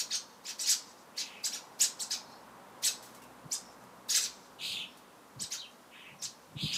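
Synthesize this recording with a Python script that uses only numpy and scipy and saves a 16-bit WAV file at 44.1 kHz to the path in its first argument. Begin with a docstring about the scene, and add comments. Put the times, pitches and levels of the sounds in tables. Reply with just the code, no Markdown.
"""Starlings call in a suburban garden over far traffic, an engine hum and a faint steady hiss.
From the start, arched chirps join two voices of the syrinx, each frequency-swept and coupled to the other.
Tyres sing and fade near two seconds; begging squawks, the loudest late, churr by fast frequency modulation.
Short tones and faint lingering ones sound between; near five and a half seconds a whistled run steps down.
Gusts push the microphone, hardest near the end; leaves and walls scatter the calls as sparse reflections."""
import sys
import numpy as np
from scipy import signal
from scipy.fft import rfft, irfft, next_fast_len
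from scipy.io import wavfile
from scipy.ndimage import uniform_filter1d

SR = 44100
rng = np.random.default_rng(int(sys.argv[2]) if len(sys.argv) > 2 else 0)


def waveform_to_disk(signal):
    """Save audio, clipped to [-1, 1], as 16-bit WAV at the path in sys.argv[1]."""
    frames = np.transpose(np.atleast_2d(signal))
    scaled = np.clip(frames, -1, 1) * 32767
    samples = np.round(scaled).astype(np.int16)
    wavfile.write(sys.argv[1], SR, samples)


N = 298557
TIME = np.arange(N) / SR


def gain_of(db):
    """Level to amplitude: 20 dB is a factor of ten."""
    return 10 ** (np.asarray(db) / 20)


def evened(x):
    """Normalization to a root-mean-square of 1."""
    return x / np.sqrt(np.mean(x ** 2) + 1e-20)


def follow(rows, at):
    """Linear interpolation of every column of a curve table."""
    first, *columns = np.transpose(rows)
    return [np.interp(at, first, c) for c in columns]


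def read(points, hz):
    """Interpolation of a spectrum along a logarithmic frequency axis."""
    f, value = np.transpose(points)
    return np.interp(np.log(hz + 1), np.log(f + 1), value)


def coloured(x, points):
    """Linear filtering: the spectrum is multiplied by a response (frequency [Hz], gain [dB])."""
    size = next_fast_len(len(x) + 2048)
    response = gain_of(read(points, np.fft.rfftfreq(size, 1 / SR)))
    return irfft(rfft(x, size) * response, size)[:len(x)]


def wander(size, hz):
    """Low-passed noise of rms 1: a Gaussian spectrum of width hz makes it vary smoothly."""
    f = np.fft.rfftfreq(size, 1 / SR)
    return evened(irfft(rfft(rng.standard_normal(size)) * np.exp(-.5 * (f / hz) ** 2), size))


def turn(hz):
    """Phase is the running integral of frequency."""
    return 2 * np.pi * np.cumsum(hz) / SR


def arch(x, peak, rise, fall, power=2):
    """A bell of height 1 whose two flanks have separate widths."""
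    return np.exp(-abs((x - peak) / np.where(x < peak, rise, fall)) ** power)


def step(x, middle, width):
    """A smooth hyperbolic-tangent transition from 0 to 1."""
    return .5 + .5 * np.tanh(.5 * (x - middle) / width)


def add(mix, s, sound):
    """Superposition: a sound is summed into the mix at its time in seconds."""
    start = round(s * SR)
    sound = sound[max(-start, 0):]
    part = mix[max(start, 0):][:len(sound)]
    part += sound[:len(part)]


def hiss(db=-64):
    """Stationary noise: random samples shaped by a fixed spectrum."""
    # hiss spectrum: (frequency [Hz], relative level [dB])
    hiss_spectrum = [(1000, 3), (2500, 1.5), (5000, 1), (8000, -1), (12000, -3), (15500, -7.5)]
    return gain_of(db) * evened(coloured(rng.standard_normal(N), hiss_spectrum))


def traffic(trim_db=-0.33):
    """Broadband noise of far traffic, under a slow level curve."""
    # traffic spectrum: (frequency [Hz], relative level [dB])
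    road_spectrum = [(25, -38), (50, -35), (85, -16), (125, -10.5), (190, 0), (260, 1), (350, -3.5),
                     (520, -0.5), (700, -2.5), (1050, 0), (1500, -7), (2400, -16.5), (4000, -25),
                     (8000, -55.5)]
    # traffic level before the trim: (time [s], level [dB])
    road_level = [(0.0, -56), (0.43, -57.5), (2.71, -53.5), (5.85, -58), (6.5, -58)]
    road = evened(coloured(rng.standard_normal(N), road_spectrum))
    return gain_of(trim_db + follow(road_level, TIME)[0]) * road


def tyres(hz=900, width_hz=90):
    """Narrow-band noise: random amplitude and frequency modulation broaden a tone as a far car passes."""
    middle, swell, fade, db = 2.14, 1.16, 1, -58.5  # [s, s, s, dB]
    passing = gain_of(db) * arch(TIME, middle, swell, fade, power=0.68)
    carrier = np.sin(turn(hz + width_hz * wander(N, 58.0)))
    return passing * evened(wander(N, width_hz) * carrier)


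def engine(hz=63, waver=0.00886):
    """A harmonic series: a far engine's firing note and overtones, each randomly swelling and fading."""
    # engine level curve: (time [s], level [dB])
    hum_level = [(0, -84), (1.2, -80), (2.6, -67), (4.3, -67), (5.2, -77), (6.77, -71)]
    # harmonics of the firing note: (multiple, relative level [dB])
    orders = [(1, -6), (2, -0.5), (3, -2), (4, 2)]
    firing = turn(hz * (1 + waver * wander(N, 2.27)))
    hum = sum(gain_of(db) * np.sin(k * firing) * (1 + .5 * wander(N, 5.7)) for k, db in orders)
    return gain_of(follow(hum_level, TIME)[0]) * evened(hum)


def rustles():
    """Exponential decay of noise: brief bright scuffs that die away at once."""
    # scuffs: (onset [s], level before the filter [dB], decay by a factor e [s])
    scuffs = [(3.026, -53.5, 0.067), (3.147, -55, 0.027), (3.219, -60, 0.042), (3.238, -57, 0.0079),
              (3.839, -63, .015), (4.972, -59, 0.025)]
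    out, t = np.zeros(N), np.arange(SR // 4) / SR
    for s, db, decay in scuffs:
        add(out, s, gain_of(db) * rng.standard_normal(len(t)) * np.exp(-t / decay))
    return coloured(out, [(500, -13), (4000, 4), (8000, 5.5), (15000, 0.0)])


def gusts(unsteady=0.221, overtone_db=-14):
    """Aerodynamic pressure: each eddy pushes the microphone to and fro for uneven cycles."""
    # eddies: (middle [s], width between 1/e points [s], central pitch [Hz], level before the filter [dB])
    eddies = [(2.282, 0.043, 135, -59), (3.458, 0.029, 160, -41.5), (4.749, 0.33, 165, -57.5),
              (5.377, .03, 149.4, -44), (5.424, 0.042, 160, -45.5), (6.139, .073, 151, -56),
              (6.255, 0.056, 140, -55), (6.566, .02, 144.5, -34), (6.647, .03, 185.3, -27),
              (6.72, 0.45, 165.7, -50.5)]
    out, t = np.zeros(N), np.arange(-SR // 4, SR // 4) / SR
    for s, length, hz, db in eddies:
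        phase = turn(hz * np.exp(unsteady * wander(len(t), 114)))
        push = np.sin(phase) + gain_of(overtone_db) * np.sin(2 * phase)
        push *= 1 + unsteady * wander(len(t), 68)
        add(out, s + t[0], gain_of(db) * evened(push) * np.exp(-(2 * t / length) ** 2))
    return coloured(out, [(25, -42.5), (60, -3), (130, -4), (400, -1.5), (900, -6)])


def scatter(x, t60, delay, onset):
    """Diffuse reverberation: sparse reflections of random sign build up and decay band by band."""
    taps = rng.choice([-1., 1.], SR) * (rng.random(SR) < 1 / 16)
    hz, t, z = signal.stft(taps, SR, nperseg=256)
    decay = gain_of(-60 * t / read(t60, hz)[:, None])
    tail = signal.istft(z * decay, SR, nperseg=256)[1]
    since = np.maximum(np.arange(len(tail)) / SR - delay, 0)
    tail *= 1 - np.exp(-since / onset)
    return signal.fftconvolve(x, tail / np.linalg.norm(tail))[:N]


def note(s, length, start_hz, end_hz, db, waver=0.0345):
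    """A gliding sinusoid, made slightly hoarse by random frequency modulation."""
    t = np.linspace(0, length, round(length * SR))
    hz = np.interp(t, [0, length], [start_hz, end_hz]) * (1 + waver * wander(len(t), 377))
    whistle = np.sin(turn(hz)) * np.sin(np.pi * t / length)
    return s - length / 2, gain_of(db) * evened(whistle)


def squawk(s, length, hz, db, overtone_db, droop, chaos, trill_hz=98, chaos_hz=650, flutter=0.24):
    """Frequency modulation: a fast trill and chaotic membrane shaking tear one whistle into a churr."""
    # times in shares of the length: strain peaks early, and pitch and harshness follow it
    strain_peak, strain_rise, strain_fall, slack_harsh = .29, .27, .39, 0.33
    attack, release, fade_db = 0.24, 0.19, -6  # [share, share, dB over the length]
    t = np.arange(SR // 2) / SR
    part = t / length
    strain = arch(part, strain_peak, strain_rise, strain_fall)
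    harsh = slack_harsh + (1 - slack_harsh) * strain
    swell = np.clip(part / attack, 0, 1) * np.clip((1 - part) / release, 0, 1)
    swell *= gain_of(fade_db * part)

    beat = turn(trill_hz * (1 + .35 * wander(len(t), 62.5)))
    trill = .18 * harsh * np.sin(beat)
    shaking = chaos * (0.419 + .5 * harsh) * wander(len(t), chaos_hz)
    phase = turn(hz * (1 - droop * (1 - strain)) * (1 + trill + shaking))
    voice_band = [(.42 * hz, -28), (.51 * hz, -6), (.62 * hz, 3), (1.33 * hz, -1), (1.46 * hz, -22),
                  (2.6 * hz, -28)]
    voice = coloured(np.sin(phase), voice_band)

    overtones = np.sin(2 * phase) + .5 * np.sin(3 * phase) + 0.67 * rng.standard_normal(len(t))
    overtone_band = [(1500, -7), (5400, -6), (6500, 1), (8500, -2), (9900, -0.5), (10700, -5.5),
                     (12000, -3), (15000, -8)]
    overtones = harsh * gain_of(overtone_db) * coloured(overtones, overtone_band)
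    buzz = 1 + flutter * wander(len(t), 400) + .2 * np.sin(beat + 1)
    return s, gain_of(db) * swell * evened((voice + overtones) * buzz)


def perch(x, bounce=0.13, latest=.009):
    """Comb interference: four near reflections off twigs, fence and ground tie knots in a sweep."""
    size = next_fast_len(len(x) + 1024)
    hz = np.fft.rfftfreq(size, 1 / SR)
    delays, signs = rng.uniform(0.000393, latest, size=4), rng.choice([-1, 1], size=4)
    paths = 1 + bounce * signs @ np.exp(-2j * np.pi * np.outer(delays, hz))
    heard = irfft(rfft(x, size) * paths, size)[:len(x)]
    return evened(heard) * np.sqrt(np.mean(x ** 2))


def chirp(apex, top_hz, rise, fall, db, low_db, rasp, bright_db, coupling=2.22, overtone_db=-25,
          low_overtone_db=-4, hiss_db=-4, lag=0.00301):
    """Nonlinear coupling: two membranes sweep their own arches and make sum and difference tones."""
    # the clock: -1 is one rise before the apex, 0 the apex, 1 one fall after it
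    foot_hz, arch_width, arch_power = 3058, .95, 1.75  # the upper voice arches from foot to top
    low_top_hz, low_per_upper = 1994, .28  # lower peak: this pitch plus a share of the upper top
    # the lower voice peaks earlier, drops fast and sags on
    low_foot, low_apex, low_rise, low_fall, low_sag = .39, -.33, .62, .42, 0.1707
    air_opens, voice_opens, opening = -1.5, -1.06, 0.1103  # air flows before the voices catch
    shuts, shutting = 1.32, 0.24
    loose_grip, locks, locking = 0.33, -0.0009, 0.034  # coupling tightens over the apex
    t = np.arange(-SR // 16, SR // 16) / SR
    clock = np.where(t < 0, t / rise, t / fall)
    low_clock = np.interp(t + lag * rng.uniform(-1, 1), t, clock)  # the sides are out of step

    upper_arch = arch(clock, 0, arch_width, arch_width, arch_power)
    low_share = low_foot + (1 - low_foot) * arch(low_clock, low_apex, low_rise, low_fall)
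    low_share *= np.exp(-low_sag * np.maximum(low_clock, 0))
    shake = [1 + .07 * rasp * wander(len(t), 600) + .03 * wander(len(t), 130) for _ in range(2)]
    upper = turn((foot_hz + (top_hz - foot_hz) * upper_arch) * shake[0])
    lower = turn((low_top_hz + low_per_upper * top_hz) * low_share * shake[1])

    grip = loose_grip + (1 - loose_grip) * step(clock, locks, locking)
    valve = np.exp(coupling * grip * (0.44 + rasp) * np.sin(lower))  # lower voice pulses the air
    valve /= np.sqrt(uniform_filter1d(valve ** 2, size=128))
    lead = gain_of(3 * wander(len(t), 120))  # the two voices take the lead in turn
    voices = (np.sin(upper) + gain_of(overtone_db) * np.sin(2 * upper)) * valve * lead
    low_overtones = sum(np.sin(k * lower) / (k - 1) for k in range(2, 6))
    low_voice = np.sin(lower) + grip * gain_of(low_overtone_db) * low_overtones
    voices += gain_of(low_db) * np.sqrt(low_share) * low_voice / lead

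    air = rasp * gain_of(hiss_db) * rng.standard_normal(len(t))  # turbulence in a forced call
    voiced = step(clock, voice_opens, opening)
    release = 1 - step(clock, shuts, shutting)
    flow = (voices * voiced + air * step(clock, air_opens, opening)) * release
    call = perch(coloured(flow, [(3000, -bright_db), (12000, bright_db)]))
    gate_rms = np.sqrt(np.mean((voiced * release) ** 2))  # the level holds for the open gate
    return apex + t[0], gain_of(db) * evened(call) * gate_rms


def calls():
    """Source and filter: the beak shapes the chirps; squawks and notes are superposed on them."""
    # chirps, levels before the beak filter: (apex [s], upper voice top [Hz], rise [s], fall [s],
    # level [dB], lower voice level [dB], rasp [0-1], tilt [dB down at 3 kHz and up at 12 kHz])
    chirp_rows = [ (0.000, 6650, .020, 0.012, -28, -10, 0.64, 1),
                  (0.133, 6540, 0.023, 0.016, -32, -5, 0.3, -2.5),
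                  (0.152, 6424, 0.015, 0.02, -34, -18, 0.02, 8),
                  (0.48, 7430, 0.026, 0.013, -40, 1, 0.55, -1),
                  (0.498, 5800, .011, 0.014, -36.5, 4, 0.53, 3.5),
                  (0.615, 8510, .020, 0.025, -33, -12, 0.39, 1),
                  (0.667, 6730, 0.0066, 0.012, -30, -12, 0.53, 0.5),
                  (0.707, 8020, 0.022, 0.022, -23.5, -10, 0.47, 2),
                  (1.198, 6800, .021, 0.017, -33, -8, 0.43, -0.5),
                  (1.462, 8090, 0.02, .014, -30, -4, 0.3, 4),
                  (1.546, 6530, 0.024, 0.025, -37, 2.5, 0.44, 3),
                  (1.828, 8644, 0.023, .018, -22.5, -8, 0.46, 1.5),
                  (2.017, 8310, .022, 0.018, -34, 5.5, 0.03, 9),
                  (2.124, 6610, 0.016, .022, -31.5, -2, 0.37, 2.5),
                  (2.863, 8734, .025, .016, -24, -5, 0.61, 0.5),
                  (3.539, 8400, 0.023, .015, -31, -10, 0.18, 4),
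                  (4.108, 6640, 0.015, 0.0204, -28, -5, 0.34, 5.5),
                  (4.168, 8360, .022, 0.015, -23, -10.5, 0.55, -0.5),
                  (4.221, 8170, 0.016, 0.032, -32.5, -10, 0.57, .5),
                  (5.422, 8330, .022, 0.016, -35.5, -11, .17, 1),
                  (5.535, 7180, .021, 0.019, -35, -5, 0.49, 0.5),
                  (6.235, 7770, 0.013, 0.019, -35, -6.5, 0.4, 2),
                  (6.751, 7350, .021, 0.013, -33.5, -11, 0.45, -3)]
    # beak response: (frequency [Hz], gain [dB])
    beak = [(800, -35.5), (1600, -4), (2600, -5.5), (4000, 0), (6000, 2), (8000, -1), (9500, -6),
            (12000, -6), (15500, -9)]
    # begging squawks: (onset [s], length [s], pitch at full strain [Hz], level before the swell [dB],
    # overtone level [dB], pitch droop [share], chaotic shaking [share of the pitch])
    squawk_rows = [(1.132, 0.32, 2974, -49, -9, 0.18, 0.18), (4.581, 0.29, 3900, -34, -10.5, .26, 0.14),
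                   (5.898, .26, 2843, -50, -21, .16, 0.203), (6.556, .31, 3740, -34, -15.5, 0.23, .15)]
    # short far notes, faint lingering tones after calls, and a stepping whistle:
    # (middle [s], length [s], start [Hz], end [Hz], level [dB])
    note_rows = [(2.32, .18, 4280, 4310, -65.5), (2.344, 0.12, 5270, 5380, -67.5),
                 (3.185, 0.078, 2190, 2250, -66), (3.235, 0.052, 2840, 2670, -64),
                 (3.669, 0.14, 5510, 5430, -64.5), (4.91, 0.13, 5350, 5320, -70.5),
                 (5.583, 0.019, 3650, 3950, -46.5), (5.601, 0.026, 4600, 3450, -44),
                 (5.625, 0.026, 3250, 3120, -47.5), (5.647, 0.029, 3400, 2440, -50),
                 (6.205, 0.044, 6220, 4700, -58)]
    out = np.zeros(N)
    for row in chirp_rows:
        add(out, *chirp(*row))
    out = coloured(out, beak)
    for row in squawk_rows:
        add(out, *squawk(*row))
    for row in note_rows:
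        add(out, *note(*row))
    return out


def birds(direct_db=-3.0, leaves_db=-4, houses_db=-22):
    """Multipath propagation: calls come direct, off nearby leaves and fences, and back from houses."""
    # reverberation among the houses: (frequency [Hz], time to fall 60 dB [s])
    garden_t60 = [(500, 0.87), (3000, 0.61), (6000, 0.52), (9000, 0.42), (15000, 0.23)]
    # echoes off house walls: (delay [s], level [dB])
    walls = [(.19, -27), (0.294, -32)]
    direct = calls()
    # reflection is uneven over frequency
    bounced = coloured(direct, [(1600, -0.9), (3500, -0.84), (5200, 1.4), (6500, -0.57),
                                (8400, -0.75), (11000, 1.77)])
    leaf_t60 = [(1500, 0.26), (5500, 0.19), (9000, 0.19), (14000, 0.16)]
    leaves = scatter(bounced, leaf_t60, delay=0.00099, onset=0.001)
    houses = gain_of(houses_db) * scatter(bounced, garden_t60, delay=0.016, onset=0.014)
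    # a long path dulls the treble
    far = coloured(bounced + leaves, [(6000, -9.5), (9000, -14.5), (15000, -20)])
    for delay, db in walls:
        add(houses, delay, gain_of(db) * far)
    return gain_of(direct_db) * direct + gain_of(leaves_db) * leaves + houses


def scene():
    """Superposition of all sources in the garden, in one channel."""
    background = hiss() + traffic() + tyres() + engine()
    return (background + rustles() + gusts() + birds())[None]


def record(dry):
    """Band limiting: the recorder cuts the deepest rumble and the top of the treble."""
    edge_hz = 15600
    lean = signal.sosfilt(signal.butter(3, 48, "highpass", fs=SR, output="sos"), dry)
    treble_cut = signal.firwin(511, edge_hz, window=("kaiser", 9), fs=SR)
    return signal.oaconvolve(lean, treble_cut[None], "same")


dry = scene()
out = record(dry)
waveform_to_disk(out)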